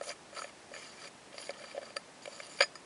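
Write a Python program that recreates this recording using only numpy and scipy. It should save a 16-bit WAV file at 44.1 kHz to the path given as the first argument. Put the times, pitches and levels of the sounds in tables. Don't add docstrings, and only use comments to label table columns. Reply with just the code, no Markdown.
import sys
import numpy as np
from scipy import signal
from scipy.fft import rfft, irfft
from scipy.io import wavfile

SR = 44100
rng = np.random.default_rng(int(sys.argv[2]) if len(sys.argv) > 2 else 0)


def how_loud(loudness_db):
    steps = np.asarray(loudness_db, float) / 20
    return 10 ** steps


def master_out(mix):
    frames = np.transpose(np.atleast_2d(mix))
    ceiling = np.clip(frames, -1, 1)
    pcm = np.round(ceiling * 32767).astype(np.int16)
    wavfile.write(sys.argv[1], SR, pcm)


N = 125685

# f/Hz, level/dB, t60/s
BACK_MODES = [(578.2, 5, 0.037), (658, -7, 0.061), (249, -25, 0.018)]
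# f/Hz, level/dB, t60/s
SHELL_MODES = [(1300, 1.5, 0.03), (1760, -3.5, 0.04), (1873, -3.5, 0.023), (2160, 0, 0.016),
               (2330, 3.5, 0.017), (2830, 1.5, 0.014), (3118, -2, 0.018), (3890, -18, 0.02)]
# f/Hz, level/dB, t60/s
RIM_MODES = [(4697, -4, 0.039), (4770, 2, 0.015), (5200, -6, 0.0092), (5730, -8, 0.011),
             (6120, -12.5, 0.018), (6800, -4, 0.022), (7116, -8.5, 0.014), (7680, -25, 0.0076),
             (8900, -18.5, 0.0087), (9194, -9.5, 0.037), (9700, -14.5, 0.015), (10300, -11, 0.015),
             (11080, -22.5, 0.0052)]


def rubbing():
    # t/s, pressure/dB, weight on back and shell/dB
    early = [
        [(.02, -62, 2), (.036, -49.5, 0), (.064, -49, -16), (.09, -47.5, -4.5), (.124, -52, -2), (.14, -68, -8)],
        [(.33, -66, 5), (.352, -51.5, -7), (.378, -53.5, 5.5), (.415, -49.5, -7), (.46, -57, -7.5),
         (.5, -62.5, 12.5)],
        [(.72, -72, -14), (.74, -56, -3), (.8, -55, 0), (.86, -54.5, -2.5), (.92, -62, 0), (.98, -60.5, 2.5),
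         (1.0, -54.5, -1), (1.08, -55.5, -1.5), (1.095, -74, -8)],
    ]
    # t/s, pressure/dB, weight on back and shell/dB
    late = [
        [(1.34, -62, 0), (1.39, -52, -7), (1.45, -52, -9.5), (1.52, -61.5, 1)],
        [(1.53, -65.5, 6.5), (1.62, -59, 3.5), (1.72, -58.5, -1.5), (1.8, -70.5, 4), (1.88, -58.5, 0),
         (1.93, -72, -7)],
        [(2.22, -57.5, -8), (2.29, -59, -7), (2.32, -54.5, -3.5), (2.41, -54.5, -2), (2.47, -57, -2),
         (2.55, -54, -11), (2.6, -56.5, -2)],
    ]
    # dry hiss level/dB, rim brightness/dB per octave, rim pitch under nail f/Hz
    character = [
        (3, 12.5, 6270),
        (0.5, 8, 6640),
        (1.5, 2, 6100),
        (-0.5, 8, 5150),
        (-1.5, 5.5, 4720),
        (-0.5, 5, 7070),
    ]
    edge_s, hiss_db = 0.0019, -1.5
    t = np.arange(N) / SR
    press, weight, grit, tilt, under_hz = np.zeros((5, N))
    for stroke, (grit_db, tilt_db, nail_hz) in zip(list(early) + list(late), character):
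        s, db, weight_db = np.transpose(stroke)
        edge = np.clip(np.minimum(t - s[0], s[-1] - t) / edge_s, 0, 1)
        press += edge * how_loud(np.interp(t, s, db))
        weight += edge * how_loud(np.interp(t, s, db + weight_db))
        grit += edge * how_loud(np.interp(t, s, db) + grit_db)
        tilt += (edge > 0) * tilt_db
        under_hz += (edge > 0) * nail_hz
    hiss = how_loud(hiss_db) * np.convolve(grains() * grit, [.8, -.45])[:N]
    bend = -2 * np.cos(2 * np.pi * 8000 / SR)
    out = signal.lfilter([1, bend * 0.86, 0.91 ** 2], [1, bend * 0.89, 0.89 ** 2], hiss)
    out += rubbed(BACK_MODES, -5.5, weight, 0, under_hz)
    out += rubbed(SHELL_MODES, -1.5, weight, 0, under_hz)
    return out + rubbed(RIM_MODES, -2.5, press, tilt, under_hz)


def rubbed(modes, db, level, tilt, under_hz):
    wander_db, wander_s = 4, 0.04
    under_db, under_oct = 4.5, 0.056
    drive = grains() * level
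    total = np.linalg.norm(how_loud(np.transpose(modes)[1]))
    out = np.zeros(N)
    for hz, mode_db, t60 in modes:
        gain = how_loud(db + mode_db + wander_db * drift(wander_s) + tilt * np.log2(hz / 6000)) / total
        octaves = np.log2(hz / (under_hz + 1))
        gain = gain * how_loud(under_db * np.exp(-(octaves / under_oct) ** 2))
        r, turn = how_loud(-60 / (t60 * SR)), 2 * np.pi * hz / SR
        poles = [1, -2 * r * np.cos(turn), r * r]
        out += signal.lfilter([np.sin(turn) * np.sqrt(2 - 2 * r * r)], poles, drive * gain)
    return out


def grains():
    per_s, spread_db, stick_db, stick_s = 6000, 2, 2, 0.0053
    sizes = how_loud(spread_db * np.minimum(rng.exponential(1, N), 4) + stick_db * drift(stick_s))
    hits = rng.random(N) < per_s / SR
    return evened(sizes * hits * rng.standard_normal(N))


def drift(seconds):
    noise = rng.standard_normal(N // 32 + 2)
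    lowpass = signal.butter(2, 0.39 / seconds, fs=SR / 32, output="sos")
    smooth = signal.sosfilt(lowpass, noise)
    return np.interp(np.arange(N) / 32, np.arange(len(noise)), evened(smooth))


def evened(x):
    return x / np.sqrt(np.mean(x ** 2) + 1e-20)


def nail_slips(case):
    # t/s, strength level/dB, back thud level/dB, rim ring level/dB, favoured shell pitch f/Hz
    slips = [(0.0105, -33.5, 3, -11, 1300), (0.3279, -44, 0, -15, 1400), (.363, -35.5, -18, -10, 1300),
             (0.4187, -29, -15, -25, 1300), (0.4423, -31.5, -4, -27, 1980), (0.7374, -34, -23, -19, 1760),
             (.762, -34.5, -10.5, -12, 1760), (1.3802, -35, -4.5, -12, 2040),
             (1.4924, -32, -0.5, -15, 2420), (1.505, -37, -1, -5, 1300), (1.713, -37, -20, -11, 2300),
             (1.7767, -37, 9, -17, 1760), (1.9042, -41.5, -1, -12, 2000), (1.9655, -24.5, -9, -7.5, 1520),
             (2.2554, -31.5, -10.5, -11, 2510), (2.2754, -38, 7, -11, 3080),
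             (2.401, -31.5, -11.5, -17, 2220), (2.6053, -14, -9, -23, 2170), (2.6092, -12.5, -5, -25, 2050),
             (2.6206, -18, -16, -13, 2170), (2.615, -23, -13, -12, 2830), (2.6249, -16.5, -14, -13, 2280),
             (2.7548, -38.5, -26, -2, 1630)]
    for s, *touch in slips:
        add(case, s, scuff(*touch, drag=False))


def nail_drags(case):
    # t/s, strength level/dB, back thud level/dB, rim ring level/dB, favoured shell pitch f/Hz
    drags = [(.067, -49, 10, -8, 1300), (.077, -39.5, 3.5, -4, 1300), (.09, -34.5, 4, -11, 3120),
             (.1, -34, 2, -14, 1760), (.112, -34.5, -25, -13, 2160), (.364, -33, -5.5, -18, 1300),
             (.374, -33.5, -5, -5.5, 1300), (.387, -32, -5.5, -6, 1300), (.714, -46.5, 10, -8, 1800),
             (.748, -39, -6, -12, 1900), (.773, -43.5, 3.5, -12, 1760), (1.038, -36.5, -10, -21, 2200),
             (1.052, -44.5, -2, -17, 1760), (1.07, -38.5, -13, -9.5, 2500), (1.325, -40, -7, -16, 2600),
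             (1.341, -46, 8, -18, 2600), (1.398, -38, -10, -16, 2830), (1.412, -55, 5, -12, 2000),
             (1.421, -35, -23, -18, 2670), (1.43, -40, -19, -16, 2830), (1.465, -39, -14, -3, 2400),
             (1.615, -41, -4.5, -17, 2300), (1.637, -35, -4, -17, 1550), (1.746, -46, 11, -16, 1990),
             (1.764, -43.5, 11.5, -18, 2300), (1.813, -39, 0, -16, 2000), (1.863, -45.5, -0.5, -14, 2400),
             (1.826, -38, 1.5, -13.5, 1760), (1.96, -45, 8.5, 4, 2000), (2.586, -31.5, -15, -6.5, 2350),
             (2.6, -29.5, -7, -10, 2300), (2.612, -27, -28, -14, 2170), (2.629, -23.5, -5.5, -20, 1760),
             (2.639, -34.5, -8, -10, 1760)]
    for s, *touch in drags:
        add(case, s, scuff(*touch, drag=True))


def scuff(db, thud_db, rim_db, near_hz, drag):
    grit = contact(drag)
    push_s = 0.0057 if drag else 0.0032
    push = np.minimum(np.arange(2400) / SR / push_s, 1)
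    sound = how_loud(thud_db + 5.5) * push * ring(BACK_MODES).sum(0)
    sound += strike(ring(SHELL_MODES, near_hz, -13.5), grit)
    sound += how_loud(rim_db + 1) * strike(ring(RIM_MODES), grit)
    tick = signal.lfilter([.3, 0, -.3], [1, -1.15, .55], grit)
    sound[:1024] += how_loud(rim_db + 2) * tick
    return how_loud(db + 0.5) * sound


def rim_tings(case):
    # t/s, strength level/dB, favoured pitch f/Hz
    tings = [(.057, -40, 10200), (.074, -54, 6240), (.092, -32.5, 4770), (.114, -50, 6800),
             (.366, -45, 4700), (.385, -38, 4670), (.411, -42, 6800), (1.381, -35.5, 5050),
             (1.428, -43, 4700), (1.505, -33.5, 4600), (1.9665, -30.5, 4840), (1.967, -36, 10300),
             (2.255, -52, 4660), (2.588, -46, 4750), (2.606, -18, 4640), (2.6215, -22, 4770)]
    for s, db, hz in tings:
        add(case, s, how_loud(db) * strike(ring(RIM_MODES, hz, -50), contact(False)))


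def lid_pops(case):
    # t/s, strength level/dB, favoured pitch f/Hz
    pops = [
        (1.968, -48, 9295),
        (2.6065, -30, 9400),
        (2.6215, -24, 6000),
        (2.632, -30, 5100),
        (2.7545, -44, 6440),
    ]
    # f/Hz, level/dB, t60/s
    lid_modes = [(4950, 0, .08), (6720, -10, .06), (6885, -7, .09), (9297, -14, .11), (4660, -8, .045),
                 (7924, -25, .06), (10140, -26, .06)]
    for s, db, hz in pops:
        add(case, s, how_loud(db) * ring(lid_modes, hz, -12, size=6000).sum(0))


def ring(modes, near_hz=None, favour_db=0., size=2400):
    spot_db, rise_cycles = 2, 0.57
    hz, db, t60 = np.transpose(modes)[:, :, None]
    t = np.arange(size) / SR
    weight, detune = rng.standard_normal((2, len(modes), 1))
    if near_hz:
        db = db + favour_db * abs(np.log2(hz / near_hz))
    tones = np.sin(2 * np.pi * hz * (1 + 0.0015 * spot_db * detune) * t)
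    rise = 1 - np.exp(-t * hz / rise_cycles)
    decay = how_loud(db + spot_db * weight - 60 * t / np.maximum(t60, .003))
    return decay * tones * rise / np.linalg.norm(how_loud(db))


def contact(drag):
    knock_s, drag_s = 0.0013, 0.0093
    t = np.arange(1024) / SR
    if drag:
        shape = np.sin(np.pi * np.clip(t / drag_s, 0, 1))
    else:
        shape = t * np.exp(-2 * t / knock_s)
    grit = rng.standard_normal(1024) * shape
    return grit / np.linalg.norm(grit)


def strike(body, grit):
    struck = signal.fftconvolve(body, grit[None], axes=1)[:, :body.shape[1]]
    return np.linalg.norm(body, axis=1) / np.linalg.norm(struck, axis=1) @ struck


def add(mix, s, sound):
    part = mix[max(round(s * SR), 0):][:len(sound)]
    part += sound[:len(part)]


def room(x):
    t60_s = 0.15
    t = np.arange(8000) / SR
    tail = rng.standard_normal(8000) * how_loud(-60 * t / t60_s) * (t > .003)
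    return how_loud(-21.5) * signal.oaconvolve(x, tail / np.linalg.norm(tail))[:N]


def air():
    # f/Hz, level/dB per Hz
    spectrum = [(18, -50), (30, -21), (221, -2), (685, -3), (1550, -8.5), (1750, -8), (3840, -14),
                (4680, -13.5), (10800, -19.5), (14100, -45), (22000, -120)]
    f, db = np.transpose(spectrum)
    hz = np.fft.rfftfreq(N, 1 / SR)
    colour = how_loud(np.interp(np.log(hz + 1), np.log(f + 1), db))
    return how_loud(-55) * evened(irfft(rfft(rng.standard_normal(N)) * colour, N))


def scene():
    case = rubbing()
    nail_slips(case)
    nail_drags(case)
    rim_tings(case)
    lid_pops(case)
    case = signal.sosfilt(signal.butter(4, 228, "high", fs=SR, output="sos"), case)
    return (case + room(case) + air())[None]


def top_cut(x):
    return signal.sosfilt(signal.butter(12, 10970, fs=SR, output="sos"), x)


def record(dry):
    lowpass = signal.firwin(401, 10950, window=("kaiser", 9), fs=SR)
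    mix = signal.oaconvolve(dry, lowpass[None], "same")
    return top_cut(mix)


dry = scene()
out = record(dry)
master_out(out)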